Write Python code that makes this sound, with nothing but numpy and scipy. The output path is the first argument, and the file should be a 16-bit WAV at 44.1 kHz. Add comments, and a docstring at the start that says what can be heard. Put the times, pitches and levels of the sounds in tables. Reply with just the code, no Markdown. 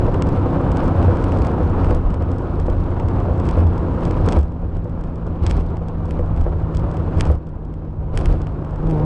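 """Inside a car on a desert road, one microphone on the dashboard, about nine seconds.
From the start a six-cylinder engine slows off throttle, a stack of tones sliding through cabin resonances.
Tyres roar and the body booms and rumbles as shaped noise; bumps thud as brief swings, a struck panel rings,
and loose trim buzzes and ticks in noise bursts. Near 2, 4.4 and 7.4 s, after hard bumps, engine and
road noise drop, then creep back. At 8.8 s the throttle opens. The highest peaks are rounded throughout."""
import sys
import numpy as np
from scipy import signal
from scipy.fft import rfft, irfft, next_fast_len
from scipy.io import wavfile
from scipy.ndimage import uniform_filter1d

SR = 44100
rng = np.random.default_rng(int(sys.argv[2]) if len(sys.argv) > 2 else 0)


def int16_out(signal):
    """Quantize to a 16-bit WAV file."""
    q = np.round(np.clip(np.atleast_2d(signal).T, -1, 1) * 32767)
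    wavfile.write(sys.argv[1], SR, q.astype(np.int16))


N = 399102

# Level that engine and road noise follow in different shares: time_s, level_db
LEVEL = [(0, -.5), (1.3, 1), (1.92, -2), (1.98, -5.5), (2.5, -5), (3.2, -3.5), (4.37, -2.5), (4.43, -12.5),
         (4.9, -13.5), (5.4, -8.5), (5.95, -10), (7.32, -4.5), (7.4, -18), (8.0, -16), (8.3, -10.5),
         (8.75, -9.5), (9.05, -3.5)]
LEAD = 256  # samples from the start of a tick's buffer to its onset


def engine():
    """Tones on the four-stroke cycle, each swelling as it slides through a cabin resonance."""
    # Engine speed: time_s, cycle_hz
    speed = [(0, 32.49), (0.6, 31.43), (1.2, 30.84), (1.8, 30.24), (3, 29.71), (4.2, 28.46), (5.4, 27.72),
             (6, 27.21), (6.6, 26.68), (7.2, 26.51), (8.4, 25.55), (8.7, 25.52), (8.8, 24.88),
             (8.88, 27.24), (8.92, 26.6), (8.96, 25.24), (9.01, 25.17), (9.05, 26.24)]
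    # Tones, 6 = firing, the broken multiple a belt-driven part:
    # multiple_of_cycle, rms_db ahead of the cabin, throttle_db gained besides the overall blip
    orders = [(3, -22, -8), (4, -29, -6), (5, -28, -6), (6, -22.5, 0), (8, -33, -4), (9, -30.5, 0),
              (11, -31.5, 0), (12, -37, 4), (14, -43, 0), (15.65, -38, 0), (18, -43, 7), (24, -47, 2),
              (30, -51, 7), (36, -56, 9), (42, -45, -6), (48, -54, 0)]
    # How the cabin passes engine tones: frequency_hz, gain_db
    cabin = [(70, -6), (82, 0), (95, 0), (105, -1), (127, -3), (138, -7), (155, 0), (167, -1), (180, -8),
             (192, -11), (208, -4), (235, -6), (252, -1), (287, -3), (320, -2), (333, -10), (345, 0),
             (358, -1), (375, -8), (480, -1), (600, -4), (765, 0), (950, -2), (1100, -14), (1220, -13),
             (1285, 0), (1350, -9), (1500, 0)]
    level_share = 0.66
    blip_s, blip_rise_s, blip_db = 8.8, 0.075, 7  # the throttle opens
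    uneven_db_per_hz = 1

    (cycle_hz,), (level_db,) = curves(speed), curves(LEVEL)
    throttle = np.clip((np.arange(N) / SR - blip_s) / blip_rise_s, 0, 1)
    # odd tones come from uneven cylinders and fade as the engine slows; the belt tone fades too
    uneven_db = uneven_db_per_hz * (cycle_hz - cycle_hz[0])
    unsteady_hz = cycle_hz * (1 + 0.0006 * wander(6))
    turns = np.cumsum(unsteady_hz) / SR
    out = np.zeros(N)
    for k, db, throttle_db in orders:
        tone_db = db + throttle * throttle_db + read(cabin, k * cycle_hz) + uneven_db * (k % 2)
        # firings vary: the firing tone wavers less than the others
        tone_db = tone_db + (1.0 if k == 6 else 2.8) * wander(5)
        phase = 2 * np.pi * (k * turns + rng.random())
        out += gain_of(tone_db) * np.sqrt(2) * np.sin(phase)
    return gain_of(level_share * level_db + blip_db * throttle) * out


def bumps():
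    """The body swings a few cycles on its suspension after each bump, building up over about a cycle."""
    # Bumps: start_s, peak_db, swing_hz, t60_s
    jolts = [(0.075, -15, 34.8, .2), (0.377, -14.5, 94, 0.23), (0.694, -18, 50.6, 0.18),
             (0.828, -16, 26.8, 0.22), (0.856, -13, 85.7, .17), (0.98, -8, 80.5, 0.22),
             (1.08, -15, 95, 0.15), (1.251, -17, 80, 0.13), (1.4, -11, 68.6, 0.2), (1.619, -12, 80.4, .17),
             (1.925, -12, 27, .25), (1.932, -10, 78.6, 0.18), (2.046, -12, 35, 0.14),
             (2.185, -13, 72.9, 0.38), (3.04, -11, 85.3, .17), (3.184, -13.5, 95, .17),
             (3.304, -11, 78.7, .17), (3.572, -8.5, 81.2, 0.22), (3.642, -8.5, 80, 0.23),
             (3.907, -15, 60, .2), (4.22, -10, 92, 0.28), (4.364, -4, 71, 0.22), (5.346, -24, 46, .2),
             (5.419, -11, 86, 0.07), (5.452, -25, 45, 0.22), (5.561, -12, 79, 0.23),
             (5.902, -20, 81.2, 0.25), (6.026, -18.5, 84, 0.22), (6.189, -14, 85.37, 0.55),
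             (6.625, -19, 82.7, .17), (6.832, -15, 77.5, 0.15), (7.044, -18, 89, 0.19),
             (7.164, -7, 79.96, 0.083), (7.184, -16, 24.96, 0.38), (7.287, -6, 73.7, 0.19),
             (7.986, -16.5, 63, 0.091), (8.14, -17, 35, 0.18), (8.246, -13.5, 40.8, 0.41),
             (8.262, -14.5, 73, .2), (8.37, -21, 76, 0.12), (8.696, -22, 46, 0.16), (8.844, -19, 38, 0.28)]
    out = np.zeros(N)
    for s, db, hz, t60 in jolts:
        t = np.arange(round(t60 * SR)) / SR
        rise = 1 - np.exp(-t * hz / 0.75)
        swing = gain_of(-60 * t / t60) * rise * np.sin(2 * np.pi * hz * t)
        add(out, s, gain_of(db) * swing / abs(swing).max())
    return out


def knocks():
    """A panel is struck by a blow and a few uneven rebounds, and its modes ring briefly."""
    # Blows: start_s, peak_db, mean_rebound_delay_s
    strikes = [(0.082, -8.5, 0.013), (0.561, -29, 0.0076), (1.082, -4.5, 0.0071), (1.468, -15.5, 0.007),
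               (1.605, -10, 0.011), (1.91, -7.5, 0.014), (2.07, -22, 0.007), (2.683, -10, 0.011),
               (3.285, -11.5, 0.0089), (3.575, -9.5, 0.0085), (4.856, -18.5, 0.015), (5.151, -28, 0.012),
               (6.194, -11, 0.013), (6.465, -11, 0.011), (7.301, -8.5, 0.0077), (9, -16, 0.021)]
    # Modes of the panel: frequency_hz, relative_level_db, t60_s
    panel = [(250, -9, .05), (355, -5, .08), (495, 0, .09), (570, -4, .06), (760, -13, .04),
             (1080, -17, .04), (1450, -26, .02)]
    out, t = np.zeros(N), np.arange(SR // 8) / SR
    hz, mode_db, t60 = np.transpose(panel)[:, :, None]
    modes = gain_of(mode_db - 60 * t / t60) * np.sin(2 * np.pi * hz * t)
    soft_onset = 1 - np.exp(-(t / 0.00037) ** 2)
    ring = modes.sum(0) * soft_onset
    for s, db, rebound_s in strikes:
        blows = np.zeros(SR // 16)
        when, size = rng.random((2, 8))
        landing = (when * 2 * rebound_s * SR).astype(int) % len(blows)
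        blows[landing] = 0.5 * (2 * size - 1) * np.exp(-1.5 * when)  # later rebounds are weaker
        blows[0] = 1
        knock = signal.fftconvolve(blows, ring)
        add(out, s, gain_of(db) * knock / abs(knock).max())
    return out


def ticks():
    """Loose trim snaps near the microphone: placed ticks, and many faint ones that follow the buzz."""
    # Placed ticks: time_s, peak_db, below_3200_hz_db, above_8800_hz_db
    snaps = [(0.143, -25.5, 3, -39), (0.222, -18, -4.5, -27), (0.269, -33, -5, -26),
             (0.289, -31.5, -7, -25), (0.362, -40, 0, -25), (0.717, -28, -3.5, -30), (0.77, -24.5, -5, -32),
             (0.803, -32, 4, -20), (0.842, -35, -7, -25), (1.026, -26, 2, -35), (1.046, -38, -7, -34),
             (1.17, -32, -2, -29), (1.24, -25, -2, -41), (1.225, -38, -8, -30), (1.32, -24, 4, -34),
             (1.387, -31, -4, -22), (1.42, -33, -12, -15), (1.448, -31, -4, -20), (1.469, -29, -18, -27),
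             (1.516, -40, -5, -30), (1.666, -42, -1, -33), (1.697, -39, -4, -34), (1.845, -25, 4, -22),
             (1.908, -24, -3, -28), (1.947, -28.5, -17, -14), (2.104, -34.5, -1, -33),
             (2.142, -33, -3, -27), (2.223, -37, -2, -31), (2.316, -37, -20, -29), (2.383, -39, -14, -24),
             (2.599, -34, -8, -35), (2.699, -29.5, -1, -38), (2.998, -30, 2, -36), (3.085, -35, -7, -32),
             (3.201, -37, -3, -30), (3.379, -40, -5, -29), (3.399, -35, -8, -33), (3.454, -36, -10, -21),
             (3.465, -36, 1, -22), (3.489, -24.5, -4, -29), (3.511, -31, -6, -29), (3.583, -30.5, 5, -35),
             (3.669, -38, -12, -39), (3.779, -40, -15, -35), (4.033, -32, 6, -21), (4.052, -27.5, -10, -37),
             (4.078, -38, 0, -28), (4.11, -28, -3, -35), (4.262, -30, -5, -19), (4.287, -18, -7, -40),
             (4.323, -17, -6, -24), (4.329, -25, -3, -22), (4.367, -33, -20, -15), (4.389, -29, -17, -12),
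             (4.401, -39, -8, -22), (4.43, -40, -9, -38), (4.521, -47, -4, -30), (4.768, -44, -6, -24),
             (4.843, -47, -15, -34), (4.896, -43, -6, -33), (5.01, -45, -11, -27), (5.038, -39, -4, -36),
             (5.157, -42, -12, -30), (5.267, -44, -15, -30), (5.426, -44, -10, -19), (5.437, -36, -7, -17),
             (5.465, -19.5, -10.5, -28), (5.471, -28, -5, -31), (5.497, -29, -5, -22),
             (5.504, -28, -8, -24), (5.51, -17.5, -3.5, -23), (5.519, -39, -15, -24),
             (5.562, -44, -16, -12), (5.583, -41, -1, -23), (5.609, -35, -6, -27), (5.769, -37, -5, -30),
             (5.884, -36.5, -9, -27), (6.055, -43, -18, -26), (6.108, -25, -2, -17), (6.19, -37.5, 2, -33),
             (6.261, -41.5, -3, -25), (6.363, -40, -5, -27), (6.374, -36, 0, -29), (6.412, -36, -5, -36),
             (6.441, -42, -3, -33), (6.748, -31, -7, -24), (6.77, -29, -19, -32), (6.796, -40, -6, -34),
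             (6.913, -39, -14, -29), (6.943, -39, -5, -30), (6.969, -35.5, -5, -33), (7.172, -29, -3, -26),
             (7.184, -32, -10, -18), (7.199, -27, 0, -25), (7.208, -9, -6, -18.5), (7.217, -32, -4, -20),
             (7.253, -29, -5, -32), (7.304, -37, 0, -20), (7.315, -26, -12, -10), (7.353, -40, -5, -23),
             (7.469, -45.5, -6, -34), (7.491, -51, -13, -32), (7.65, -49, -13, -37), (7.739, -41, -3, -44),
             (8.153, -35, -8, -18), (8.174, -13, -3, -12.5), (8.178, -31, -4, -15), (8.19, -30, -1, -12),
             (8.211, -29, -3, -19), (8.247, -37, -1, -12), (8.257, -18, -2, -15), (8.291, -40, -4, -22),
             (8.325, -32, -3, -24), (8.417, -33, -14, -39), (8.469, -32, 3, -37), (8.647, -39, 1, -41),
             (8.708, -44, -6, -32), (8.759, -38.5, -4, -34), (8.87, -41, -8, -26), (8.899, -34.5, -1, -20),
             (8.91, -29, -2, -17)]
    hard_db, thump_db_per_db = -24.5, 0.5  # ticks harder than this gain body below 1.4 kHz
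    out = np.zeros(N)
    for s, db, low_db, top_db in snaps:
        thump_db = thump_db_per_db * max(db - hard_db, 0)
        add(out, s - LEAD / SR, snap(db, low_db, top_db, thump_db))

    buzz_db = buzz_level(0.91)  # faint ticks follow rough road a little less than the buzz does
    for at, size, tone in rng.random((700, 3)):
        faint_db = buzz_db[int(at * N)] + 6.0 - 4.3 * np.log(size + 0.046)
        add(out, at * N / SR, snap(faint_db, -7, -30 + 12 * tone, 0))
    return out


def snap(db, low_db, top_db, thump_db):
    """A noise burst a few ms long in the colour of the trim, peak at db; it starts LEAD samples in."""
    # What a tick rings with: frequency_hz, relative_density_db_per_hz
    trim = [(700, -9.5), (1500, 9.5), (2310, 7.5), (3100, 7.5), (3900, -9.5), (4500, -3.5), (5300, -1.5),
            (6000, -8.5), (6500, -5.5), (7200, -10), (7920, -2.5), (8700, -14.5), (9300, 8.5), (10000, 5.5),
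            (11400, 9)]
    t, hz = np.arange(768) / SR, np.fft.rfftfreq(768, 1 / SR)
    u = t / (0.003 / 2.3)  # seconds to units of the burst's fade
    burst = np.roll(rng.standard_normal(768) * u * np.exp(-u ** 1.38), LEAD)
    colour_db = read(trim, hz) + low_db * (hz < 3200) + top_db * (hz > 8800)
    colour_db = colour_db + thump_db * (hz < 1400) - 40 * (hz < 600)
    z = rfft(burst)
    z = z / np.sqrt(uniform_filter1d(abs(z) ** 2, size=9))  # a full snap, without broad gaps
    out = irfft(z * gain_of(colour_db)) * np.hanning(768) ** 0.5
    return gain_of(db) * out / abs(out).max()


def tyre_roar():
    """Tyre noise through the floor: broadband noise that swells on rough road and flutters slightly."""
    # Colour of the roar: frequency_hz, relative_density_db_per_hz
    roar_colour = [(100, -32.5), (135, 2), (165, -4), (200, -8), (260, -6), (350, -6.5), (420, -10.5),
                   (490, -8), (620, -14), (760, -14), (850, -18), (925, -14.5), (1370, -23.5), (2000, -38),
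                   (2950, -43), (6100, -60), (8000, -62), (11400, -75.5)]
    base_db = -30.5  # rms of the 700-1700 Hz band before level and road move it
    low_hz, low_db, low_share = 423, -1.5, 0.76  # the low end follows the level less

    (level_db,), (_, rough_db, _) = curves(LEVEL), shaking()
    roar = noise(roar_colour, size=1024, patchy_db=0.7)
    middle = signal.sosfilt(signal.butter(4, [700, 1700], "band", fs=SR, output="sos"), roar)
    low = signal.sosfiltfilt(signal.butter(2, low_hz, fs=SR, output="sos"), roar)
    roar = roar + low * (gain_of(low_db + (low_share - 1) * level_db) - 1)
    roar_db = base_db + level_db + rough_db + 1.2 * wander(25)
    return gain_of(roar_db) * roar / middle.std()


def body_boom():
    """The car body booms: low noise that swings in uneven lumps and heaves on rough road."""
    # Colour of the boom: frequency_hz, relative_density_db_per_hz
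    boom_colour = [(45, -25.5), (58, 0.5), (68, 4), (81, 3), (98, 3), (110, -6.5), (124, -14.5),
                   (140, -17.5)]
    base_db, level_share = -23.5, 0.43
    (level_db,), (_, _, heave_db) = curves(LEVEL), shaking()
    boom_db = base_db + level_share * level_db + heave_db + 2.87 * wander(11.3)
    boom = noise(boom_colour, size=4096, patchy_db=0.2)
    return gain_of(boom_db) * steadied(boom, size=1300, share=0.95)


def deep_rumble():
    """The floor rumbles beneath the boom: deeper noise that swings in slower lumps."""
    # Colour of the rumble: frequency_hz, relative_density_db_per_hz
    rumble_colour = [(10, -31), (16, -3.5), (25, -4.5), (35, -1.5), (46, 4.5), (56, -13), (70, -29.5)]
    base_db, level_share = -25.5, 0.35
    (level_db,), (_, _, heave_db) = curves(LEVEL), shaking()
    rumble_db = base_db + level_share * level_db + heave_db + 2.8 * wander(5.9)
    rumble = noise(rumble_colour, size=8192, patchy_db=1.0)
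    return gain_of(rumble_db) * steadied(rumble, size=2600, share=1.0)


def trim_buzz():
    """Loose trim buzzes in short uneven bursts: patchy treble noise under a fast random level."""
    # Colour of the buzz: frequency_hz, relative_density_db_per_hz
    buzz_colour = [(1300, -31.5), (2300, 7), (3200, -4), (3900, -3.5), (4600, -5), (6500, -14.5),
                   (7200, -36.5), (8000, -18), (10000, -17), (11400, -39)]
    bursts = gain_of(4.3 * wander(140))
    return gain_of(buzz_level()) * evened(bursts * noise(buzz_colour, size=256, patchy_db=2.5))


def buzz_level(share=1):
    """How loud the trim buzzes, in dB, with a share of what rough road adds."""
    base_db, level_share = -60, 0.8
    return base_db + level_share * curves(LEVEL)[0] + share * shaking()[0]


def shaking():
    """Buzz, roar and boom-with-rumble gained on rough stretches, in dB: each rises, holds and falls."""
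    # Rough stretches of road: start_s, length_s, buzz_gain_db, roar_gain_db, boom_and_rumble_gain_db
    rough = [(0, 0.092, 4.5, 0, 3.5), (0.343, 0.04, 6, 1.5, 0), (0.76, 0.12, 7.5, 1, -4),
             (0.965, 0.16, 4.5, 1, 1.5), (1.196, .3, 6.5, 0, -1.5), (1.605, .05, 4, 0, 1.5),
             (1.781, 0.18, 7, 2, 1.5), (2.42, 0.1, 1, 0, -3), (2.557, 0.28, 5.5, -1, 5),
             (3.147, 0.083, 2, 1.5, -0.5), (3.443, .16, 11, 2, 3), (4.02, 0.18, 8, 2, 2.5),
             (4.248, .13, 14.5, 4, 2.5), (4.405, 0.054, 7, 0, 1), (4.75, 0.043, 9, 1, 3.5),
             (4.98, 0.064, 4, 1, 0), (5.427, 0.17, 16, 3.5, 7.5), (5.622, .05, 6.5, -0.5, 2),
             (6.08, 0.085, 8.5, 0.5, 1), (6.212, 0.35, 1.5, 0, 5), (6.363, 0.066, 6, 0, -1),
             (6.734, 0.059, 8, 0, 3.5), (7.169, 0.12, 10.5, 2, 3), (7.33, 0.036, 6, -0.5, -0.5),
             (8.14, .2, 16, 6.5, 6), (8.377, 0.062, 9, 0, 3.5), (8.875, 0.12, 7, 0.5, -2)]
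    rise_s, fall_s = 0.015, 0.04
    t, out = np.arange(0, N, 64) / SR, 0  # every 64th sample is enough
    for s, length, *gained_db in rough:
        rise = 1 + (t - s) / rise_s
        fall = 1 - (t - s - length) / fall_s
        out = out + np.outer(gained_db, np.clip(np.minimum(rise, fall), 0, 1))
    return [np.interp(np.arange(N) / SR, t, row) for row in out]


def noise(spectrum, size, patchy_db):
    """Noise from random short-time spectra with patches drifting over time and pitch, rms 1."""
    frames, hz = 4 * N // size + 5, np.fft.rfftfreq(size, 1 / SR)
    a, b, patches = rng.standard_normal((frames, len(hz), 3)).T
    patches = uniform_filter1d(patches, size=10, axis=0)  # across frequency
    patches = evened(uniform_filter1d(patches, size=6, axis=1))  # across time
    inside = (hz >= spectrum[0][0]) & (hz <= spectrum[-1][0])
    colour_db = read(spectrum, hz)[:, None] + patchy_db * patches
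    z = (a + 1j * b) * gain_of(colour_db) * inside[:, None]
    return evened(signal.istft(z, nperseg=size, noverlap=3 * size // 4)[1][:N])


def steadied(x, size, share):
    """Divides out a share of the sound's own swelling, rms 1."""
    power = uniform_filter1d(uniform_filter1d(x ** 2, size=size), size=size)
    swing = np.sqrt(abs(power) + 0.02)
    return evened(x / swing ** share)


def wander(hz):
    """Slow random drift of rms 1 up to about hz."""
    lowpass = signal.butter(2, hz, fs=SR, output="sos")
    drift = signal.sosfilt(lowpass, rng.standard_normal(N + SR))
    return evened(drift[SR:])  # past the filter's start


def gain_of(db):
    """Decibels to an amplitude factor."""
    return 10 ** (np.asarray(db) / 20)


def evened(x):
    """Scales to rms 1."""
    return x / np.sqrt(np.mean(x ** 2) + 1e-20)


def read(points, hz):
    """A spectrum table at the given frequencies, interpolated on a log frequency scale."""
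    f, value = np.transpose(points)
    return np.interp(np.log(hz + 1), np.log(f + 1), value)


def curves(rows):
    """The columns of a time table, sample by sample."""
    s, *columns = np.transpose(rows)
    return [np.interp(np.arange(N) / SR, s, c) for c in columns]


def add(mix, s, sound):
    """Mixes a sound in at time s."""
    part = mix[round(s * SR):][:len(sound)]
    part += sound[:len(part)]


def scene():
    """Everything reaches one microphone on the dashboard."""
    road = tyre_roar() + body_boom() + deep_rumble() + trim_buzz()
    return (engine() + bumps() + knocks() + ticks() + road)[None]


def record(dry):
    """The microphone dulls the top, the input rounds off the highest peaks; then the band limit."""
    # Response of the microphone: frequency_hz, gain_db
    microphone = [(20, 1), (10200, -1.5), (10700, -6.5), (11100, -25.5), (11500, -38.5)]
    ceiling, edge_hz = 0.56, 11500  # ceiling in full-scale amplitude
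    size = next_fast_len(N + 4096)
    response = gain_of(read(microphone, np.fft.rfftfreq(size, 1 / SR)))
    heard = irfft(rfft(dry, size) * response, size)[:, :N]
    rounded = heard / (1 + abs(heard / ceiling) ** 4) ** (1 / 4)
    band_limit = signal.firwin(511, edge_hz, window=("kaiser", 9), fs=SR)
    return signal.oaconvolve(rounded, band_limit[None], "same")


dry = scene()
out = record(dry)
int16_out(out)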